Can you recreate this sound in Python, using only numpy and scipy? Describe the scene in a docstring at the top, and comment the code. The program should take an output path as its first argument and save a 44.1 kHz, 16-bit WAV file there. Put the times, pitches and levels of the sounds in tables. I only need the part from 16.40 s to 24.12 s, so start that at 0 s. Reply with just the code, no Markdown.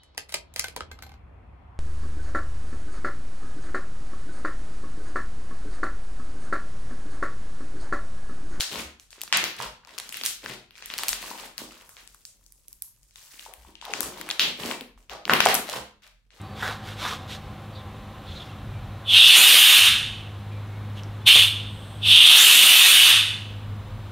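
"""Gas valve in a garage

A hand opens the valve of a gas cylinder three times; each jet is noise that rings the brass outlet.
Before that the hand rubs on the wheel: grainy noise with ticks. A machine hums in sine tones over
rumble and air noise, and birds chirp outside as narrow bands of noise that slide in pitch.
A limiter and a gain control hold the loud jet down, so the hum sinks while the valve is wide open."""
import sys
import numpy as np
from scipy import signal
from scipy.fft import rfft, irfft, next_fast_len
from scipy.io import wavfile
from scipy.ndimage import uniform_filter1d

SR = 44100
rng = np.random.default_rng(int(sys.argv[2]) if len(sys.argv) > 2 else 0)


def voltage_ratio(level):
    """Linear amplitude factor for a level in decibels (scalar or array-like)."""
    return 10 ** (np.asarray(level, float) / 20)


def output_pcm(signal):
    """Save a mono or channel-first signal as 16-bit PCM at the path in sys.argv[1].

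    Samples are clipped to [-1, 1] before scaling.
    """
    pcm = np.clip(np.atleast_2d(signal).T, -1, 1) * 32767
    wavfile.write(sys.argv[1], SR, np.round(pcm).astype(np.int16))


N = 340361  # samples in the scene

# Levels are those of the sources, before the room and the gain controls. Colours are relative.
# thin whistles, perhaps birds; the one at 4.8 s is the valve seat just before its jet:
# t/s, length/s, level/dB, start f/Hz, end f/Hz
WHISTLES = [(0, 0.053, -59, 3940, 3820), (0.023, 0.18, -61, 4570, 4480), (1.325, 0.047, -59, 4540, 4620),
            (1.718, 0.089, -65, 3080, 3100), (1.86, 0.11, -56, 4250, 4150), (1.95, 0.045, -50, 4120, 4080),
            (2.0, 0.093, -58, 3420, 3370), (2.085, 0.032, -55, 2800, 2730), (2.275, .19, -60, 2450, 2250),
            (4.097, 0.095, -57, 2460, 2300), (4.316, 0.077, -55, 2190, 2250),
            (4.802, 0.13, -58, 3500, 3400)]
# hoarse chirps, mostly falling: t/s, length/s, level/dB, start f/Hz, end f/Hz
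CHIRPS = [(1.34, 0.085, -50, 4070, 3370), (1.86, 0.083, -47.5, 3600, 3400), (1.95, .045, -45, 3820, 3550),
          (1.995, 0.041, -43, 3380, 3370), (2.06, 0.082, -59, 3380, 3240), (4.57, .035, -45, 3020, 3050)]

# strength of the hum, the shaft's second order: t/s, level/dB
HUM = [(0, -42.5), (1.1, -40.5), (1.65, -46.5), (2.3, -39.5), (3.6, -38.5), (4.2, -31), (5.1, -32),
       (5.47, -35.5), (5.75, -27.5), (6.9, -34.5), (7.3, -29.5), (7.72, -34)]
# weaker orders of the shaft: multiple of its speed, level/dB
WEAK_ORDERS = [(1, -72), (3, -49), (4, -48.5), (6, -62), (10, -58)]
# times when the rumble swells: t/s, length/s, level/dB
RUMBLE_SWELLS = [(1.8, .25, -44), (2.15, 0.47, -41), (3.3, 0.63, -51), (7.0, 0.87, -46)]
# colour of the rumble: f/Hz, level per Hz/dB
RUMBLE_COLOUR = [(25, -21), (40, 17), (50, 17), (63, 3.5), (90, 18), (130, 15.5), (200, -58)]
# fuzzy tones of the machine: f/Hz, width/Hz, level/dB
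FUZZY_TONES = [(541, 96, -56.5), (770, 58, -51), (1038, 18, -54.5), (1131, 33, -58), (3600, 170, -76)]
# colour of the steady wash in the garage: f/Hz, level per Hz/dB
AIR_COLOUR = [(24, -24.5), (40, -21), (91, 5), (162, -13.5), (208, -3.5), (281, -10), (500, -14),
              (1170, -15), (1700, -19.5), (2300, -23), (3900, -24), (4700, -34.5), (7000, -40.5),
              (15700, -50)]
SHAFT_HZ = 51.35
RUMBLE_DB, AIR_DB = -47, -42.5  # steady parts
TONES_FADE_DB_PER_S = -2.27

# small ticks of wheel and valve: t/s, peak level/dB, f/Hz, cycles to die away by a factor e
TICKS = [(.016, -32, 8300, 1.2), (0.23, -13.5, 1510, 2.5), (0.279, -15, 3000, 0.3), (.355, -42, 12900, 1.5),
         (0.938, -37, 3920, 1), (2.435, -45, 3500, 2), (4.535, -47, 7000, 2.3), (4.575, -41, 3220, 4.4),
         (4.592, -44, 3300, 6.8), (4.635, -29, 5550, 2.2), (4.958, -2, 900, 0.075)]
# hand sliding on the wheel: t/s, length/s, skin hiss level/dB, dull scrape level/dB
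STROKES = [(0.144, .24, -37.5, -39), (0.416, 0.16, -43, -45.5), (0.56, 0.22, -32.5, -35),
           (0.872, 0.11, -38, -49), (1.81, .35, -50.5, -67), (4.545, 0.071, -49, -59)]
# the grip catches and the scrape swells: t/s, length/s, level/dB
BITES = [(0.221, 0.11, -29.5), (0.645, 0.03, -34)]
# colour of the dull scrape: f/Hz, level per Hz/dB
SCRAPE_COLOUR = [(200, -18), (500, -8), (1000, -3.5), (1400, 0.5), (1900, -8), (3000, -34)]
# colour of the skin's hiss: f/Hz, level per Hz/dB
SKIN_COLOUR = [(1200, -36), (2000, -3), (2800, -2.5), (3600, 2.5), (4600, -6.5), (9600, -19.5),
               (13000, -21), (15700, -31)]
STROKE_POWER, BITE_RISE_S = 1.02, 0.006

# the wheel turns evenly open, is held, and turns evenly shut:
# t/s, opening/s, held/s, closing/s, full jet level/dB, widest colour share (0-1)
BURSTS = [(2.632, 0.33, 0.3, 0.26, 12, 0.93), (4.851, 0.032, 0.0089, 0.26, -1, 0.38),
          (5.59, 0.37, 0.5, 0.32, 16.5, 0.94)]
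# colour of the jet with the valve barely cracked: f/Hz, level per Hz/dB
CRACKED = [(100, -34), (450, -36.5), (960, -25), (1900, -22), (2300, -16), (2700, -0.5), (3570, 1.5),
           (4000, -8.5), (4900, -20), (7700, -28), (8400, -18.5), (9700, -24), (10200, -24), (10800, -23),
           (11900, -22.5), (12600, -33), (15700, -37.5)]
# colour of the jet with the valve wide open: f/Hz, level per Hz/dB
WIDE = [(100, -43), (280, -22), (460, -25), (1190, -14), (2100, -7.5), (3010, 3), (3650, -1.5),
        (5120, -12.5), (7980, -13), (9250, -6.5), (10100, -12.5), (12000, -9.5), (13000, -13.5),
        (14500, -12), (15700, -24)]
# narrow rings of the brass outlet and the casing beside it: f/Hz, width/Hz, level/dB among the rings
OUTLET_RINGS = [(2300, 7.3, -45), (2590, 9, 11), (2840, 51, 0), (3070, 42, 5), (3040, 48, 3),
                (3375, 12, -3), (3530, 30, 13.5), (3530, 72, -20), (3676, 11, 10.5), (3750, 18, -23),
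                (4200, 10, -7.5), (6180, 27, -8.5), (8900, 77, -9), (12130, 97, -30)]
OPENING_POWER, CLOSING_POWER, SHUT_DB = 2.55, 1.93, -77  # jet amplitude is a power of the wheel's turn
JUMP_S, SURGE_DB, SURGE_S = 0.024, 3, 0.03  # jump to the wide colour, with a brief surge
THREAD, CREEP, NARROWED = -0.36, 0.35, 0.4  # colour share at first crack, before the jump, at shutting
GUST_DB = 1.5  # unsteady flow, rms

# a band of hiss sweeps up as the valve jumps wide open:
# t/s, length/s, level/dB, start f/Hz, end f/Hz
SWEEPS = [(2.94, 0.079, 1, 5700, 8090), (5.97, 0.075, 4.5, 5550, 7640)]
# low puffs: two as the flow jumps, one under the knock at 4.958 s: t/s, level/dB, t60/s, top f/Hz
PUFFS = [(2.967, -9, 0.44, 1200), (4.958, -29, 0.17, 890), (5.982, -23, .25, 1600)]
# thin sizzle past the seat while the valve is not quite shut: t/s, level/dB
LEAK = [(5.05, -67), (5.15, -74), (5.3, -54), (5.45, -52.5), (5.58, -52.5), (5.66, -60)]
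# bands of that sizzle: f/Hz, width/Hz, level/dB
LEAK_BANDS = [(3280, 890, -5.5), (8440, 940, -13), (10700, 3300, -18.5)]

# echoes from near surfaces: delay t/s, level/dB
ECHOES = [(.0041, -18.5), (.0046, -24), (.008, -19), (.0098, -12.5)]
# how long the garage rings: f/Hz, t60/s
GARAGE = [(300, 0.18), (1300, 0.66), (3500, 0.64), (9000, 0.51), (15000, 0.35)]
# smeared side signal against the middle: f/Hz, level/dB
SPREAD = [(60, -30), (150, -40.5), (300, -20.5), (700, -26), (1400, -39.5), (3000, -35), (6000, -30),
          (10000, -26.5), (14000, -17), (15700, -17)]
EDGE_HZ = 15760  # top of the band


def evened(x):
    """Scales a sound to rms 1."""
    return x / np.sqrt(np.mean(x ** 2) + 1e-20)


def read(points, hz):
    """Reads a curve between its points, on a logarithmic pitch scale."""
    f, value = np.transpose(points)
    return np.interp(np.log(hz + 1), np.log(f + 1), value)


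def along(rows, t):
    """Reads every column of a table at the times t."""
    s, *columns = np.transpose(rows)
    return [np.interp(t, s, c) for c in columns]


def add(mix, s, sound):
    """Adds a sound into the mix at s seconds."""
    part = mix[round(s * SR):][:len(sound)]
    part += sound[:len(part)]


def resonate(x, hz, width):
    """Shifts the curve hz down to zero, smooths, and shifts back: a resonance of gain 1."""
    turn = np.exp(2j * np.pi * np.cumsum(hz * np.ones(len(x))) / SR)
    r = np.exp(-np.pi * width / SR)
    return 2 * (turn * signal.lfilter([1 - r], [1, -r], x / turn)).real


def wander(hz):
    """Slow chance of rms 1."""
    smooth = uniform_filter1d(rng.standard_normal(N), round(SR / hz / 4))
    return evened(signal.lfilter([1], [1, -np.exp(-2 * np.pi * hz / SR)], smooth))


def noise(colour_db, samples, patchy_db, size=512):
    """Random short-time spectra shaped by colour_db(hz, t), with drifting patches; rms 1 overall."""
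    frames, hz = samples * 4 // size + 5, np.fft.rfftfreq(size, 1 / SR)
    a, b, patches = rng.standard_normal((frames, len(hz), 3)).T
    patches = evened(uniform_filter1d(uniform_filter1d(patches, 6, 0), 20, 1))
    t = np.arange(frames) * size / 4 / SR
    shape = voltage_ratio(colour_db(hz[:, None], t)) * np.ones(a.shape)
    shape = shape / np.linalg.norm(shape, axis=0)  # every moment equally strong before the patches
    spectra = (a + 1j * b) * shape * voltage_ratio(patchy_db * patches)
    return evened(signal.istft(spectra, nperseg=size, noverlap=size * 3 // 4)[1][:samples])


def still(points):
    """A colour that stays the same all the time."""
    return lambda hz, t: read(points, hz)


def narrow_noise(samples, hz, width):
    """Noise heard through two equal resonances in a row, at rms 1."""
    once = resonate(rng.standard_normal(samples), hz, width)
    return evened(resonate(once, hz, width))


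def bands(table, samples):
    """Sums steady bands of noise."""
    return sum(voltage_ratio(db) * narrow_noise(samples, hz, width) for hz, width, db in table)


def glide(table, width):
    """Short bands of noise that slide from one pitch to another."""
    out = np.zeros(N)
    for s, length, db, start_hz, end_hz in table:
        hz = np.linspace(start_hz, end_hz, round(length * SR))
        band = narrow_noise(len(hz), hz, width)
        add(out, s, voltage_ratio(db) * band * signal.windows.tukey(len(hz), 0.4))
    return out


def swells(table, power):
    """Smooth humps over the whole scene, from rows of start, length and level."""
    out = np.zeros(N)
    for s, length, db in table:
        t = np.arange(0, length, 1 / SR)
        add(out, s, voltage_ratio(db) * abs(np.sin(np.pi * t / length)) ** power)
    return out


def chirps_and_whistles():
    """Birds' hoarse chirps as a fuzzy, throbbing resonance; thin whistles, one from the seat, as narrow ones."""
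    throb = 1 + 0.14 * np.sin(2 * np.pi * 34 * np.arange(N) / SR)
    return glide(WHISTLES, 90) + throb * glide(CHIRPS, 600)


def machine():
    """Shaft orders on a slightly wavering speed, each fluttering on its own, over rumble and air noise."""
    t = np.arange(N) / SR
    speed_hz = SHAFT_HZ * (1 + 0.00373 * wander(3.03))
    angle = 2 * np.pi * np.cumsum(speed_hz) / SR
    out = voltage_ratio(along(HUM, t)[0] + 1.1 * wander(2.3)) * np.sin(2 * angle)
    for multiple, db in WEAK_ORDERS:
        flutter = voltage_ratio(db + 1.8 * wander(6.3))
        out += flutter * np.sin(multiple * angle + 2 * np.pi * rng.random())
    rumble = noise(still(RUMBLE_COLOUR), N, patchy_db=0, size=4096)
    out += (voltage_ratio(RUMBLE_DB) + swells(RUMBLE_SWELLS, 1.25)) * rumble
    out += voltage_ratio(TONES_FADE_DB_PER_S * t) * bands(FUZZY_TONES, N)
    return out + voltage_ratio(AIR_DB) * noise(still(AIR_COLOUR), N, patchy_db=-0.64, size=2048)


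def hand():
    """Skin drags over metal: a grainy dull scrape and a finer hiss, with ticks."""
    grain = voltage_ratio(2.0 * evened(uniform_filter1d(rng.standard_normal(N), 60)))  # stick and slip
    scrape = noise(still(SCRAPE_COLOUR), N, patchy_db=3.0)
    skin = noise(still(SKIN_COLOUR), N, patchy_db=1.0)
    scrape_level = swells([(s, length, db) for s, length, _, db in STROKES], STROKE_POWER)
    skin_level = swells([row[:3] for row in STROKES], STROKE_POWER)
    for s, length, db in BITES:
        t = np.arange(0, length, 1 / SR)
        add(scrape_level, s, voltage_ratio(db) * np.minimum(t / BITE_RISE_S, 1) * (1 - (t / length) ** 2))
    out = evened(grain) * (scrape_level * scrape + skin_level * skin)
    for s, db, hz, cycles in TICKS:
        turns = np.arange(1000) / SR * hz
        tick = np.sin(2 * np.pi * turns) * np.exp(-turns / cycles)
        add(out, s, -voltage_ratio(db) * tick / tick.max())
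    return out


def jet(open_s, held_s, close_s, full_db, widest):
    """Turbulent noise that broadens as the valve opens and rings the outlet."""
    total_s = open_s + held_s + close_s
    t = np.arange(0, total_s, 1 / SR)
    knots = np.cumsum([0, max(open_s - 0.42 * JUMP_S, open_s / 2), JUMP_S])

    def left(s):  # share of the wheel's turn still open while closing
        return np.clip((total_s - s) / close_s, 0, 1)

    def colour(hz, s):
        widening = np.interp(s, knots, [THREAD, CREEP, widest])
        narrowing = NARROWED + (widest - NARROWED) * left(s) ** 0.44
        share = np.minimum(widening, narrowing)
        return read(CRACKED, hz) + share * (read(WIDE, hz) - read(CRACKED, hz))

    hiss = noise(colour, len(t), patchy_db=1.67)
    rings = sum(voltage_ratio(db) * evened(resonate(hiss, hz, width)) for hz, width, db in OUTLET_RINGS)
    flow = np.minimum(t / open_s, 1) ** OPENING_POWER * left(t) ** CLOSING_POWER
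    surge_db = SURGE_DB * np.exp(-((t - open_s) / SURGE_S) ** 2)
    gust_db = GUST_DB * wander(14.2)[:len(t)]
    level = voltage_ratio(SHUT_DB) + voltage_ratio(full_db + surge_db + gust_db) * flow
    return level * evened(hiss + voltage_ratio(-10.0) * evened(rings))


def seat():
    """The leak past the valve seat, sweeps when the flow jumps, and low puffs at two jumps and one knock."""
    out = glide(SWEEPS, 1900)
    t = np.arange(LEAK[0][0], LEAK[-1][0], 1 / SR)
    add(out, t[0], voltage_ratio(along(LEAK, t)[0]) * evened(bands(LEAK_BANDS, len(t))))
    t = np.arange(SR // 2) / SR
    for s, db, t60, top_hz in PUFFS:
        low_band = signal.butter(2, [130, top_hz], "band", fs=SR, output="sos")
        puff = evened(signal.sosfilt(low_band, rng.standard_normal(len(t))))
        add(out, s, voltage_ratio(db - 60 * t / t60) * np.minimum(t / 0.0023, 1) * puff)
    return out


def tail():
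    """Sparse taps of random sign, one in every 20 samples, each band dying at its own speed."""
    taps, at = np.zeros(SR), np.arange(500, SR - 20, 20)
    taps[at + rng.integers(0, 20, len(at))] = rng.choice([-1., 1.], len(at))
    hz, t, z = signal.stft(taps, SR, nperseg=256)
    out = signal.istft(z * voltage_ratio(-60 * t / read(GARAGE, hz)[:, None]), SR, nperseg=256)[1]
    return out / np.linalg.norm(out)


def garage(x):
    """Direct sound, near echoes and the tail, scaled together to unit energy."""
    room = voltage_ratio(-12.5) * tail()
    room[0] = 1
    for s, db in ECHOES:
        room[round(s * SR)] += voltage_ratio(db)
    return signal.fftconvolve(x, room / np.linalg.norm(room))[:N]


def scene():
    """Everything is near the middle; a faint smeared copy makes the side."""
    near = chirps_and_whistles() + hand() + seat()
    for start, *turning in BURSTS:
        add(near, start, jet(*turning))
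    near = garage(near)
    mid = near + machine()
    size = next_fast_len(N + SR)
    smear = rfft(tail()[500:2500], size)
    smear = smear / np.sqrt(np.mean(abs(smear) ** 2))
    smear = smear * voltage_ratio(read(SPREAD, np.fft.rfftfreq(size, 1 / SR)))
    side = irfft(rfft(mid, size) * smear, size)[:N]
    side = side - 0.054 * near  # all but the machine sits a touch right
    return np.array([mid + side, mid - side])


def excess(power_db, knee_db, recovery_db):
    """dB above the knee, caught at once and let go at recovery_db a second."""
    fall = np.arange(N) * recovery_db / SR
    return np.maximum(np.maximum.accumulate(power_db + fall) - fall - knee_db, 0)


def roll_off(x):
    """The treble ends steeply here."""
    return signal.sosfilt(signal.butter(12, 16550, fs=SR, output="sos"), x)


def record(dry):
    """A quick limiter that hears treble more strongly, a sluggish gain control, hiss, soft clip, band edge."""
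    sensed = signal.lfilter([1, -0.45], [1], dry.mean(0))
    power_db = 10 * np.log10(abs(uniform_filter1d(sensed ** 2, 900)) + 1e-12)
    quick_db = 0.97 * uniform_filter1d(excess(power_db, knee_db=-13.0, recovery_db=150.), 300)
    lag = np.exp(-1 / (0.4 * SR))  # the slow control follows over 0.4 s
    slow_excess = excess(power_db - quick_db, knee_db=-30.5, recovery_db=100.)
    slow_db = 0.12 * signal.lfilter([1 - lag], [1, -lag], slow_excess)
    held = dry / voltage_ratio(quick_db + slow_db)
    held = held + voltage_ratio(-62) * rng.standard_normal(dry.shape)  # each channel has its own preamp hiss
    clipped = held / (1 + (held / 0.95) ** 6) ** (1 / 6)
    edge = signal.firwin(511, EDGE_HZ, window=("kaiser", 11), fs=SR)
    mix = signal.oaconvolve(clipped, edge[None], "same")
    return roll_off(mix)


dry = scene()
out = record(dry)
output_pcm(out)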